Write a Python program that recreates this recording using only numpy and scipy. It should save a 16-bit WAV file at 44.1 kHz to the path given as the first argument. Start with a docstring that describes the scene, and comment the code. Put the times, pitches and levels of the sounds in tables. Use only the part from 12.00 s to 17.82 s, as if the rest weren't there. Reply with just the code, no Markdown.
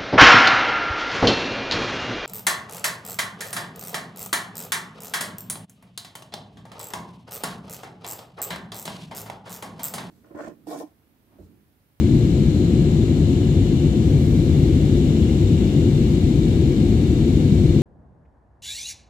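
"""Inside an airliner in flight, at a window seat. The engines send a deep, even rumble through the
hull and make the cabin panels boom. Air rushing along the outside adds a wide roar, and the
ventilation hisses, with faint whistles and a fine fizz. The hiss rings in the window recess and
changes colour as a hand-held camera moves there; each shift of the hand makes a soft swish."""
import sys
import numpy as np
from scipy.fft import rfft, irfft, next_fast_len
from scipy.io import wavfile
from scipy.ndimage import map_coordinates

SR = 44100
rng = np.random.default_rng(int(sys.argv[2]) if len(sys.argv) > 2 else 0)


def unload_audio(sound):
    """Save the sound as a 16-bit wav file, at the path given as the first command line argument."""
    columns = np.transpose(np.atleast_2d(sound))
    # keep every value between -1 and 1, then stretch to whole-number steps
    steps = np.round(np.clip(columns, -1, 1) * 32767)
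    wavfile.write(sys.argv[1], SR, steps.astype(np.int16))


N = 256647
REST_PLACE = 0.74  # the spot in the recess where the camera's place adds no gain to hiss or fizz
LEFT_ONLY = np.array([[1], [0]])


def engines(right_db):
    """The engines shake the hull and the panels boom; such long waves reach both microphones in step."""
    # tone of the rumble through the hull: pitch_hz, level_db
    rumble_tone = [(20, -77), (30, -70), (42, -45.5), (57, -38), (92, -35), (120, -37.5), (155, -34),
                   (187, -43), (213, -38.5), (305, -43), (365, -45), (435, -56.5), (600, -81.5),
                   (1100, -100)]
    # booming cabin panels: pitch_hz, width_hz, level_db
    panels = [(339.7, 21.9, -42.5), (489.5, 43, -57)]
    # slow swell of rumble and boom: time_s, gain_db
    swell = [(0, .3), (.8, .5), (1.8, -1), (2.4, 0.45), (4.4, 0.24), (5.8, 0.6)]
    rumble = shape_tone(white_noise(channels=1), rumble_tone)
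    boom = sum(gain(db) * resonance(white_noise(channels=1), hz, width) for hz, width, db in panels)
    return (rumble + boom) * gain(over_time(swell)) * gain([[0], [right_db]])


def slipstream(right_db):
    """Air tumbling along the outside shakes the whole wall, so its roar is wide."""
    # tone of the air on the plane's skin: pitch_hz, level_db
    roar_tone = [(20, -90), (90, -46), (300, -65), (430, -62.5), (580, -65.5), (720, -64.5), (850, -72),
                 (1050, -76), (1400, -79), (2500, -90.5), (6000, -115)]
    return shape_tone(noise_at_mics(direct_share=0.32), roar_tone) * gain([[0], [right_db]])


def ventilation():
    """Air from the ducts hisses through the cabin and bounces off the window and the seat."""
    # tone of the hiss on the cabin side (left): pitch_hz, level_db
    cabin_tone = [(600, -105), (1500, -86), (2100, -79), (3300, -76), (4250, -76), (4700, -83), (6600, -82),
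                  (7650, -82), (8400, -88.5), (9800, -98), (11300, -92), (13000, -108)]
    # tone of the hiss on the window side (right): pitch_hz, level_db
    window_tone = [(600, -108), (1500, -84.5), (2000, -81), (2800, -86), (3600, -76.5), (4300, -83),
                   (5700, -91), (7200, -90.5), (8400, -88.5), (9900, -99), (11700, -101), (13000, -110)]
    left, right = noise_at_mics(direct_share=0.44)
    sides = [shape_tone(left, cabin_tone), shape_tone(right, window_tone)]
    hiss = [near_echoes(side, strength=0.18, longest_s=0.012, drift_s=0.000324, count=5)
            for side in sides]
    place_db = 1.2 * (camera_place() - REST_PLACE)
    hand_db = -1.5 * hand_motion() ** 2 * LEFT_ONLY  # the hand shields the left microphone
    return np.array(hiss) * gain(place_db + hand_db)


def window_recess():
    """Hiss rings in the recess; each pitch has loud and quiet spots that the camera moves through."""
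    # standing waves, with spots on the 0-1 scale of camera_place:
    # pitch_hz, width_hz, left_db, right_db, loud_spot, spot_spacing
    standing_waves = [(2280, 132, -79.5, -81, 0.69, 0.86), (2885, 158, -75, -84.5, 0.22, 0.79),
                      (3635, 160, -77.5, -85, 0.92, 0.74), (4110, 160, -77.5, -91, 0, .68),
                      (7150, 220, -82, -100, 0.16, 0.98)]
    place = camera_place()
    rings = 0
    for hz, width, left_db, right_db, loud_spot, spacing in standing_waves:
        spot_db = 4.5 * np.cos(2 * np.pi * (place - loud_spot) / spacing)
        ring = resonance(white_noise(channels=2), hz, width)
        rings += ring * gain([[left_db], [right_db]]) * gain(spot_db)
    hand_db = -10 * hand_motion() ** 2 * LEFT_ONLY  # the hand shields the left microphone
    return rings * gain(hand_db)


def duct_whistles(right_db):
    """Air rushing past the grilles sings faintly at a few pitches."""
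    # breathy whistles of the ducts: pitch_hz, width_hz, level_db
    whistles = [(1660, 29, -76), (1978, 28, -78.5), (2124, 30, -75), (2304, 26, -73), (2845, 26, -75),
                (3120, 27, -75), (5260, 42, -83.5), (5990, 110, -80.5)]
    singing = sum(gain(db) * resonance(noise_at_mics(direct_share=0.38), hz, width)
                  for hz, width, db in whistles)
    return singing * gain([[0], [right_db]])


def nozzle_fizz():
    """The nozzles beam their fizz: it grows as the camera moves across and as the hand brushes by."""
    # tone of the air nozzles' finest fizz: pitch_hz, level_db
    fizz_tone = [(5000, -115), (9000, -99), (11500, -97.5), (13200, -99), (15700, -100)]
    facing_db = np.outer((1, 3), camera_place() - REST_PLACE)  # left, right
    brush_db = 4 * hand_motion() * LEFT_ONLY
    return shape_tone(white_noise(channels=2), fizz_tone) * gain(facing_db + brush_db)


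def hand_swish(pitch_hz, width_hz, full_shift_db):
    """The hand sliding on the camera makes a brief, high rush on the left."""
    rush = resonance(white_noise(channels=1), pitch_hz, width_hz)
    return gain(full_shift_db) * hand_motion() * rush * LEFT_ONLY


def hand_motion():
    """How fast the hand slides on the camera: each shift swells and fades like a bell curve."""
    # shifts of the hand: middle_s, half_length_s, strength (0-1)
    shifts = [(.1, .35, 0.3), (2.292, .13, 1), (2.7, 0.17, 0.45)]
    t = np.arange(N) / SR
    return sum(strength * np.exp(-((t - middle_s) / half_s) ** 2)
               for middle_s, half_s, strength in shifts)


def camera_place():
    """Where the camera is at each moment, from 0 at one side of the recess to 1 at the other."""
    # the camera's path across the recess: time_s, place (0-1)
    path = [(0, 0.0089), (1.2, 0.064), (1.95, .32), (2.3, 0.75), (2.75, 0.83), (3.25, 1), (3.9, 0.9),
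            (4.7, 0.8), (5.8, 0.82)]
    return over_time(path)


def near_echoes(sound, strength, longest_s, drift_s, count):
    """Weak echoes from close surfaces lift some pitches and dull others, sliding as the camera drifts."""
    n = np.arange(N)
    mix = sound.copy()
    for distance, speed, polarity in rng.uniform(-1, 1, (count, 3)):
        delay_s = longest_s * (2 + distance) / 3 + drift_s * speed * n / N
        echo = map_coordinates(sound, [n - delay_s * SR], order=3)
        mix += strength * np.sign(polarity) * echo
    return mix / np.sqrt(1 + count * strength ** 2)


def noise_at_mics(direct_share):
    """Noise at both microphones: a share comes straight from the right, the rest from all around."""
    lag_s = [[18 / SR], [0]]  # the left microphone hears it later
    direct = filtered(white_noise(channels=1), lambda hz: np.exp(-2j * np.pi * hz * lag_s))
    return np.sqrt(direct_share) * direct + np.sqrt(1 - direct_share) * white_noise(channels=2)


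def white_noise(channels):
    """A separate noise for each channel, at 0 dB per Hz."""
    return rng.standard_normal((channels, N)) * np.sqrt(SR / 2)


def shape_tone(sound, points):
    """Shape a sound along (pitch_hz, level_db) points; above the last it drops 60 dB an octave."""
    pitches, levels = np.transpose(points)

    def response(hz):
        level_db = np.interp(np.log(hz + 1), np.log(pitches), levels)
        octaves_above = np.log2(np.maximum(hz / pitches[-1], 1))
        return gain(level_db - 60 * octaves_above)
    return filtered(sound, response)


def resonance(sound, pitch_hz, width_hz):
    """Let one pitch through at full strength and cut steeply on both sides of it."""
    def band(hz):
        return 2j * hz * width_hz / (pitch_hz ** 2 - hz ** 2 + 2j * hz * width_hz)
    return filtered(sound, lambda hz: band(hz) ** 2)


def filtered(sound, response):
    """Multiply each frequency in the sound by response(hz)."""
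    size = next_fast_len(N + SR // 2)
    hz = np.fft.rfftfreq(size, 1 / SR)
    return irfft(rfft(sound, size) * response(hz), size)[..., :N]


def over_time(points):
    """Join (time_s, value) points with straight lines, giving one value per sample."""
    times, values = np.transpose(points)
    return np.interp(np.arange(N) / SR, times, values)


def gain(db):
    """Turn decibels into a multiplier."""
    return 10 ** (np.asarray(db) / 20)


def scene():
    """All the sounds of the cabin together, as left and right channels."""
    air = ventilation() + duct_whistles(right_db=-4.5) + window_recess() + nozzle_fizz()
    swish = hand_swish(pitch_hz=11400, width_hz=1200, full_shift_db=-92)
    return engines(right_db=-4.0) + slipstream(right_db=-5.5) + air + swish


def record(dry):
    """The camera cuts off the very highest treble."""
    return filtered(dry, lambda hz: hz < 15780)


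dry = scene()
out = record(dry)
unload_audio(out)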